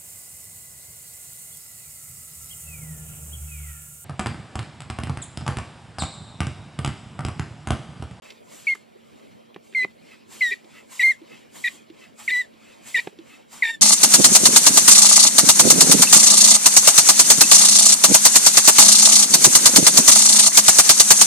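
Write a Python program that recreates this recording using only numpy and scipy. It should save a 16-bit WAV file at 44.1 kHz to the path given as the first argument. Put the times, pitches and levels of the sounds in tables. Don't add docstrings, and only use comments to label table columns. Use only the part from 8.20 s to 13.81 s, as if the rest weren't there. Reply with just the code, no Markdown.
import sys
import numpy as np
from scipy import signal
from scipy.fft import rfft, irfft, next_fast_len
from scipy.io import wavfile
from scipy.ndimage import uniform_filter1d, map_coordinates

SR = 44100
rng = np.random.default_rng(int(sys.argv[2]) if len(sys.argv) > 2 else 0)


def gain_from_db(level_db):
    decades = np.asarray(level_db, float) / 20
    return 10 ** decades


def waveform_to_disk(signal):
    frames = np.transpose(np.atleast_2d(signal))
    scaled = np.clip(frames, -1, 1) * 32767
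    samples = np.round(scaled).astype(np.int16)
    wavfile.write(sys.argv[1], SR, samples)


N = 247401

# start_s, pitch_hz, level_db
SQUEAKS = [
    [(0.4685, 2260, -18), (0.485, 2185, -18.5), (0.535, 2100, -22.5)],
    [(1.547, 2080, -21.5), (1.575, 2090, -19.5), (1.62, 1997, -21.5), (1.648, 2047, -24.5)],
    [(2.2075, 2092, -21.5), (2.225, 2024, -15.5), (2.245, 1963, -19), (2.307, 1817, -34),
     (2.318, 1977, -24), (2.338, 1930, -27)],
    [(2.7935, 1937, -17), (2.827, 1903, -21.5), (2.837, 2150, -13), (2.87, 2074, -14), (2.905, 2145, -16),
     (2.918, 1978, -22)],
    [(3.439, 1828, -21), (3.467, 1953, -21.5), (3.475, 1810, -26.5), (3.486, 2020, -23)],
    [(4.077, 2096, -16.5), (4.103, 1791, -30), (4.119, 2032, -21), (4.16, 1951, -20), (4.205, 2004, -21.5),
     (4.213, 1932, -23)],
    [(4.743, 1860, -19), (4.755, 1970, -16.5), (4.772, 1815, -21), (4.785, 1895, -24), (4.797, 1948, -22.5)],
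    [(5.422, 2030, -10), (5.437, 1857, -21.5), (5.48, 1797, -26.5), (5.51, 1839, -25), (5.52, 1844, -39),
     (5.55, 1790, -34)],
]
# jolt_db under the flap, octave_trim_db, octave_drift_db_per_s,
# closing_slowness (ratio), closing_slide (exponent)
FLAPS = [(-23, 6.5, -150, 0.83, 0.28), (-31, 0.5, -23, 0.6, 0.55), (-32.5, 0.5, -19, .8, 0.84),
         (-22, 1, -32.5, .9, 2.4), (-15, -0.5, 63, 0.64, .6), (-18, 0, -12, 1.3, 1.6),
         (-23, 0.5, -7, .7, 1.4), (-31, -4.5, 57, 1.2, 0.52)]
# freq_hz, left_right_likeness (-1 to 1)
AIR_ALIKE = [(1000, 0.34), (2500, 0.99), (5000, 0.91), (8000, 0.37), (12000, .55)]


def unit(x):
    return x / np.sqrt(np.mean(x ** 2) + 1e-20)


def along(points, hz):
    f, v = np.transpose(points)
    return np.interp(np.log(hz + 1), np.log(f + 1), v)


def wobble(rate, size=N):
    knots = rng.standard_normal(int(size * rate / SR) + 4)
    return map_coordinates(knots, [np.arange(size) * rate / SR])


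def sine(turns):
    return np.sin(2 * np.pi * turns)


def filtered(x, response):
    m = next_fast_len(N + SR // 2)
    return irfft(rfft(x, m) * response(np.fft.rfftfreq(m, 1 / SR)), m)[..., :N]


def rush(spectrum, alike, patchy_db):
    z = signal.stft(rng.standard_normal((2, N)), nperseg=512)[2]
    patches = rng.standard_normal(z.shape[1:])
    patches = uniform_filter1d(uniform_filter1d(patches, 3, 0), 8, 1)
    pair = signal.istft(z * gain_from_db(patchy_db * unit(patches)), nperseg=512)[1][:, :N]

    def mid_side(hz):
        angle = np.arccos(np.clip(along(alike, hz), -1, 1)) / 2
        return gain_from_db(along(spectrum, hz)) * [np.cos(angle), np.sin(angle)]

    mid, side = filtered(pair, mid_side)
    return unit(np.array([mid + side, mid - side]))


def valve():
    # multiple (ratio), level_db
    overtones = [(3, -4), (4, 2.5), (5, -9), (6, -12), (7, -23)]
    # whistle_db of the shrinking air column, overtone_db, tilt_db per multiple, beat_db
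    voices = [(-24.5, -62, -37, -6), (-59, -47, -1, 11), (-27.5, -47, -2, 14), (-28, -41, 1, -5.5),
              (-46.5, -48.5, 2.5, -12), (-26, -46, 0, 2.5), (-24, -45, -1, 2.5), (-46, -47.5, 1, -4)]
    second_hz = [2450, 2430, 2350, 2400, 2420, 2300, 2380, 2330]
    sweep_pace = [.8, 1.3, 1.25, 1.3, 1.1, 1.2, 1.1, 1.1]
    # freq_hz, level_db per Hz
    chatter = [(1200, -34), (1700, -11.5), (2300, 16.5), (3000, -6.5), (3700, 2), (5000, -9), (9000, -29)]

    out = np.zeros(N + SR)
    rattle = rush(chatter, AIR_ALIKE, patchy_db=1.5)[0] * gain_from_db(4.4 * wobble(350))
    for rows, voice, mode_hz, habit, pace in zip(SQUEAKS, voices, second_hz, FLAPS, sweep_pace):
        whistle_db, over_db, tilt_db, beat_db = voice
        start = round(rows[0][0] * SR)
        t, hz, flap, mode, octave, half = flap_motion(rows, *habit)
        size = len(t)
        fight = np.clip(mode / flap, 0, 1)
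        turns = np.cumsum(hz + (4 + 150 * fight ** 2) * wobble(394, size)) / SR
        second = np.cumsum(mode_hz + 30 * wobble(300, size)) / SR

        def flutter(depth):
            return 1 + np.tanh((depth + 0.79 * fight ** 1.01) * wobble(360, size))

        x = flap * flutter(0.015) * sine(turns)
        x += mode * (1 + 0.34 * np.tanh(wobble(200, size))) * sine(second)
        x += 0.5 * mode * rattle[start:][:size]
        x += half * (sine(turns / 2) + 1.41 * sine(1.5 * turns) + 0.59 * sine(2.5 * turns))
        x += octave * flutter(0.39) * sine(2 * turns)

        settled = np.clip(octave / gain_from_db(-35), 0, 1) * (1 - 1.6 * fight)
        for k, db in overtones:
            x += settled * gain_from_db(over_db + db + tilt_db * (k - 3.5)) * flutter(0.4) * sine(k * turns)

        x += gain_from_db(beat_db) * flap * mode * sine(second - turns)
        x += flap * mode * sine(second + turns)

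        climb = np.exp(np.minimum(7.1 * pace * t + 60 * (pace * t) ** 2, 2))
        sweep = np.cumsum(2330 * climb + 60 * wobble(300, size)) / SR
        whistle = gain_from_db(whistle_db - 610 * t) * np.clip((t - 0.006) / 0.0018, 0, 1)
        x += whistle * flutter(0.22) * sine(sweep)

        fade_in = 1 - np.exp(-(t / 0.002) ** 2)
        fade_out = np.clip((t[-1] - t) / 0.0036, 0, 1)
        out[start:][:size] += np.sqrt(2) * x * fade_in * fade_out
    return out[:N]


def flap_motion(rows, jolt_db, trim_db, drift_db, slowness, slide):
    # middle_s, half_length_s, mode_db, half_pitch_db
    fights = [(1.638, 0.013, -35.5, -70), (2.325, 0.015, -32.5, -70), (2.824, .011, -32, -52),
              (3.456, .012, -35.5, -67), (3.481, 0.0078, -30, -65), (4.108, 0.0088, -31.5, -62),
              (4.138, 0.0035, -35.5, -63), (4.158, 0.029, -56, -57.5), (4.757, 0.0072, -39.5, -66),
              (4.789, 0.016, -29.5, -46), (5.439, .005, -27.5, -44), (5.454, 0.00494, -29, -45),
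              (5.475, .006, -35, -45), (5.493, 0.0077, -35.5, -45), (5.505, 0.0068, -45, -44),
              (5.537, .022, -65, -63)]
    # pitch_hz, octave_db over the flap
    octave_curve = [(1800, -8), (1950, -16), (2050, -21.5), (2150, -26.5), (2350, -31)]
    # lag_s after the last point, pitch_ratio, loss_db
    closing = [(0.009, 0.97, -28), (0.033, 0.93, -28.5)]
    open_hz, open_s = 2351, 0.003895
    kick_s, idle_db = 0.0091, -47.5
    seating_s, linger_s = 0.0088, 0.016

    last_s, last_hz, last_db = rows[-1]
    path = list(rows)
    for lag, ratio, loss in closing:
        path.append((last_s + lag * slowness, last_hz * ratio ** slide, last_db + loss))
    s, hz, db = np.transpose(path)
    t = np.arange(round((s[-1] - s[0]) * SR)) / SR
    clock = t + s[0]
    flap = np.interp(clock, s, gain_from_db(db))
    hz = np.interp(clock, s, hz)
    hz = hz + (open_hz - hz) * np.exp(-t / open_s)

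    mode = flap * (gain_from_db(jolt_db) * np.exp(-t / kick_s) + gain_from_db(idle_db))
    half = flap * gain_from_db(-53.5)
    for middle, width, mode_db, half_db in fights:
        grip = np.exp(-((clock - middle) / width) ** 4)
        mode = mode + grip * gain_from_db(mode_db)
        half = half + grip * gain_from_db(half_db)

    octave = uniform_filter1d(flap, int(linger_s * SR) + 1)
    octave = octave * gain_from_db(along(octave_curve, hz) + trim_db + drift_db * t)
    octave = octave * (1 - np.exp(-t / seating_s))
    return t, hz, flap, mode, octave, half


def air():
    # freq_hz, level_db per Hz
    hiss_colour = [(1470, -25), (2500, -16), (2740, -3), (5020, -3), (5880, -4), (7500, 5), (10400, -6),
                   (11900, -8), (14500, -15.5), (15300, -20)]
    rub_colour = [(650, -52.5), (1100, -55), (1290, -6.5), (1480, -16.5), (2040, -5), (2210, 0),
                  (2590, -1.5), (3590, -5.5), (4940, -9), (6500, -17), (8450, -29.5), (14300, -120)]
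    barrel_colour = [(400, -13.5), (700, -3), (1000, 0.5), (1400, -4.5), (2200, -5), (3500, -34.5)]
    bright_hz, bright_db, bright_law = 9500, -44, 0.16

    hissing, rubbing, booming = effort()
    hiss = hissing * gain_from_db(1 + 0.8 * wobble(40)) * rush(hiss_colour, AIR_ALIKE, patchy_db=2.1)
    top = filtered(hiss, lambda hz: 1 / (1 + (bright_hz / (hz + 1)) ** 6))
    hiss = hiss + ((hissing / gain_from_db(bright_db)) ** bright_law - 1) * top
    rub = rubbing * gain_from_db(7 + 1.23 * wobble(50)) * rush(rub_colour, AIR_ALIKE, patchy_db=3)
    barrel = booming * gain_from_db(6.5 + 0.38 * wobble(48)) * rush(barrel_colour, AIR_ALIKE, patchy_db=3)
    return hiss + rub + barrel + booming * gain_from_db(3.5) * column() + intake()


def effort():
    # start_s, full_pressure_s, let_off_s, hiss_db, barrel_db
    pushes = [(0.214, 0.323, 0.55, -48.5, -59), (1.4, 1.45, 1.71, -61.5, -99),
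              (2.062, 2.122, 2.334, -45.5, -58), (2.66, 2.725, 2.91, -44.5, -55.5),
              (3.295, 3.359, 3.56, -45, -56.5), (3.948, 3.998, 4.198, -45.5, -57),
              (4.61, 4.674, 4.85, -44, -55.5), (5.277, 5.332, 5.46, -44.5, -54)]
    # middle_s, half_length_s, hiss_db, rub_db
    pulls = [(0.071, 0.12, -59, -63.5), (0.98, 0.36, -68.5, -73.5), (1.906, .13, -63.5, -65.5),
             (2.552, .12, -61.5, -67.5), (3.154, .13, -61.5, -63.5), (3.823, .11, -62, -66),
             (4.5, 0.17, -62, -66.5), (5.119, .13, -59.5, -66)]
    # hiss_db, rub_db, barrel_db
    rest_db = (-94.5, -74.5, -77)
    climb_db, hiss_sag_db, let_off_db_per_s = 27.5, 8.5, 208
    low_lag = 1.24
    boom_s, boom_sag_db, boom_end_db = 0.084, 11.5, 12.5
    rub_early_db, rub_late_db = -18, -17.5
    jet_db, jet_rub_db, jet_s = -13.5, -20.5, 0.037
    pull_edge_db, pull_boom_db = 15.5, -7
    step = 32

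    t = np.arange(0, N, step) / SR
    gains = gain_from_db(rest_db)[:, None] * np.ones(len(t))
    for start, full, off, hiss_db, boom_db in pushes:
        missing = np.clip((full - t) / (full - start), 0, 4) * [[1], [low_lag], [low_lag]]
        gate_db = -climb_db * missing - let_off_db_per_s * np.clip(t - off, 0, 1)
        down = np.clip((t - full) / (off - full), 0, 1)
        push_hiss = hiss_db - hiss_sag_db * down
        push_rub = hiss_db + rub_early_db + (rub_late_db - rub_early_db) * down
        sag_times = [full, full + boom_s, off + 0.00975]
        push_boom = boom_db - np.interp(t, sag_times, [0, boom_sag_db, boom_end_db])
        gains += gain_from_db(gate_db + [push_hiss, push_rub, push_boom])

    for middle, width, hiss_db, rub_db in pulls:
        level_db = np.array([[hiss_db], [rub_db], [hiss_db + pull_boom_db]])
        edge = np.clip((t - middle) / width, -4, 4) ** 2 * [[1.1], [0.9], [0.9]]
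        gains += gain_from_db(level_db - pull_edge_db * edge)
    gains = np.repeat(gains, step, axis=1)[:, :N]

    jet = np.zeros(N + SR)
    for rows, habit in zip(SQUEAKS, FLAPS):
        octave = flap_motion(rows, *habit)[4]
        jet[round(rows[0][0] * SR):][:len(octave)] = octave
    gains[:2] += uniform_filter1d(jet[:N], int(jet_s * SR) + 1) * gain_from_db([[jet_db], [jet_rub_db]])
    return gains


def column():
    out = np.zeros(N)
    t = np.arange(-round(0.15 * SR), 0) / SR

    def breathy(hz, width_hz):
        return wobble(width_hz, len(t)) * sine(np.cumsum(hz) / SR)

    for rows in SQUEAKS:
        low = breathy(1900 * np.exp(9 * t), 352) + 0.5 * breathy(3800 * np.exp(9 * t), 504)
        high = 0.6 * breathy(9000 * np.exp(2.3 * t), 889)
        start = round(rows[0][0] * SR) - len(t)
        out[start:][:len(t)] = (low + high) * np.hanning(len(t))
    return out


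def intake():
    # middle_s, level_db, half_length_s
    puffs = [(0.075, -54.5, 0.04), (1.927, -50, 0.025), (2.573, -47, 0.034), (3.131, -49, 0.027),
             (3.838, -49, 0.0278), (4.491, -56, 0.043), (5.13, -51, 0.04)]
    # centre_hz, width_hz, level_db
    resonances = [(1296, 39, -8), (2070, 180, -3.5), (2598, 55, 1.5)]
    t = np.arange(N) / SR
    swell = sum(gain_from_db(db) * np.exp(-((t - s) / half) ** 2) for s, db, half in puffs)

    def inlet(f):
        return sum(gain_from_db(db) * 1j * f * w / (c * c - f * f + 1j * f * w) for c, w, db in resonances)

    return swell * unit(filtered(rng.standard_normal(N), inlet))


def knocks():
    # pitch_hz, level_db, t60_s
    plate = [(192, -16.5, 0.039), (379, 2, 0.015), (747, -8, 0.016)]
    # start_s, plate_db, dull_tick_db, sharp_tick_db
    stamps = [(1.361, -30, -29, -36), (1.647, -25, -21, -38), (4.872, -22, -25, -28)]
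    # start_s, thud_db, tick_db
    stops = [(2.444, -53, -47), (3.016, -43.5, -49), (3.7, -42.5, -43), (4.339, -57.5, -51),
             (4.606, -60, -57), (4.988, -40, -41.5)]
    # start_s, thud_db, tick_db, tick_hz
    taps = [(0.104, -53, -32, 3250), (0.121, -58, -42, 3420), (0.445, -59, -48, 2700),
            (.551, -45.5, -28.5, 1480), (.55, -62, -42.5, 7100), (.753, -51.5, -66, 3500),
            (0.995, -59, -46, 2400), (1.344, -55, -38.5, 2660), (1.526, -53.5, -42, 2400),
            (1.536, -57, -40, 2500), (2.366, -65, -64, 4500), (4.927, -48, -48, 1510)]

    thuds, ticks = [], []
    for s, plate_db, dull_db, sharp_db in stamps:
        thuds += [(s, plate_db + level, hz, t60) for hz, level, t60 in plate]
        ticks += [(s, dull_db, 750), (s, sharp_db, 2100)]
    for s, thud_db, tick_db in stops:
        thuds.append((s, thud_db, 329, 0.065))
        ticks.append((s, tick_db, 2970))
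    for s, thud_db, tick_db, tick_hz in taps:
        thuds.append((s, thud_db, 410, 0.029))
        ticks.append((s, tick_db, tick_hz))

    out = np.zeros(N + SR)
    t = np.arange(SR // 5) / SR
    for s, db, hz, t60 in thuds:
        envelope = gain_from_db(db - 60 * t / t60) * (1 - np.exp(-t / 0.0029))
        out[round(s * SR):][:len(t)] += envelope * 3.75 * sine(hz * t)
    for s, db, hz in ticks:
        band = signal.butter(2, [hz * 0.65, hz * 1.4], "band", fs=SR)
        noise = signal.lfilter(*band, rng.standard_normal(len(t)))
        out[round(s * SR):][:len(t)] += noise * gain_from_db(db + 5.5 - 60 * t / 0.03)
    low_cut = signal.butter(2, 110, "high", fs=SR)
    return signal.lfilter(*low_cut, out[:N])


def scrapes():
    # start_s, decay_s, level_db
    contacts = [(.55, .006, -20), (3.51, .08, -30), (4.81, .06, -27), (1.65, .01, -34), (2.34, .04, -35),
                (4.22, .03, -33)]
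    t = np.arange(N) / SR
    grip = sum(gain_from_db(db) * (t > s) * np.exp(-np.abs(t - s) / length) for s, length, db in contacts)
    return rng.standard_normal(N) * grip


def steel(x):
    # pitch_hz, level_db, t60_s
    modes = [(2130, -14, 0.2), (2570, -20, 0.21), (3240, -4, 0.26), (3860, -17.5, 0.26), (4365, -13, 0.44),
             (7230, -1.5, 0.18), (11250, -16, .3), (10360, -14.5, .3)]
    t = np.arange(SR // 2) / SR
    ring = sum(gain_from_db(db - 60 * t / t60) * sine(hz * t) for hz, db, t60 in modes)
    return signal.fftconvolve(x, ring)[:N] / SR * 60


def ports(x):
    # freq_hz, level_db
    right_lift = [(5000, 0), (8000, -2.5), (12000, 10)]
    # freq_hz, phase_rad
    port_phase = [(600, -0.52), (1550, 0.16), (3500, 0.25), (5170, 0.62), (6200, -1.08), (7840, -1),
                  (8530, -1.87), (13400, -0.42)]
    half = np.array([[0.5], [-0.5]])

    def hearing(hz):
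        return gain_from_db(-along(right_lift, hz) * half) * np.exp(1j * half * along(port_phase, hz))

    return filtered(x, hearing)


def yard(x):
    # freq_hz, t60_s
    decay = [(300, .08), (2000, 0.14), (10000, 0.016)]
    hz, t, z = signal.stft(rng.standard_normal((2, SR // 3)), SR, nperseg=256)
    tail = signal.istft(z * gain_from_db(-60 * t / along(decay, hz)[:, None]), SR, nperseg=256)[1]
    delayed = np.pad(x, (500, 0))
    return signal.fftconvolve(delayed[None], tail / np.linalg.norm(tail[0]), axes=1)[:, :N]


def field():
    # freq_hz, level_db per Hz
    colour = [(15, -44), (25, -45), (75, -8.5), (173, 0), (245, 1), (578, -1.5), (842, -10), (1440, -17.5),
              (2670, -29.5), (4100, -34), (5970, -41.5), (10200, -30.5), (15300, -39.5)]
    # freq_hz, left_right_likeness (-1 to 1)
    alike = [(60, -0.73), (240, -0.49), (940, -0.89), (3740, -0.825), (14800, 0.099)]
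    # pitch_hz, level_db
    machine = (227.5, -60.5)
    hum_hz, hum_db = machine
    hum = gain_from_db(hum_db + 1.1 * wobble(5.82)) * sine(np.cumsum(hum_hz + 2.43 * wobble(3.8)) / SR)
    rumble = gain_from_db(-52 + 0.7 * wobble(4.91)) * rush(colour, alike, patchy_db=3)
    return rumble * gain_from_db([[-0.8], [0.8]]) + hum * gain_from_db([[-0.9], [0.9]])


def scene():
    squeak, hits, flow = valve(), knocks(), air()
    tube = gain_from_db(-3) * steel(squeak) + gain_from_db(12) * steel(flow[0]) + gain_from_db(4) * steel(hits)
    pump = squeak + tube + steel(scrapes()) + hits * gain_from_db([[-1.4], [1.4]]) + flow
    return ports(pump) + gain_from_db(-27) * yard(squeak + hits) + field()


def top_cut(x):
    return signal.sosfilt(signal.butter(12, 15430, fs=SR, output="sos"), x)


def record(dry):
    start_s = 0.021
    mix = dry * (np.arange(N) > start_s * SR)
    return top_cut(mix)


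dry = scene()
out = record(dry)
waveform_to_disk(out)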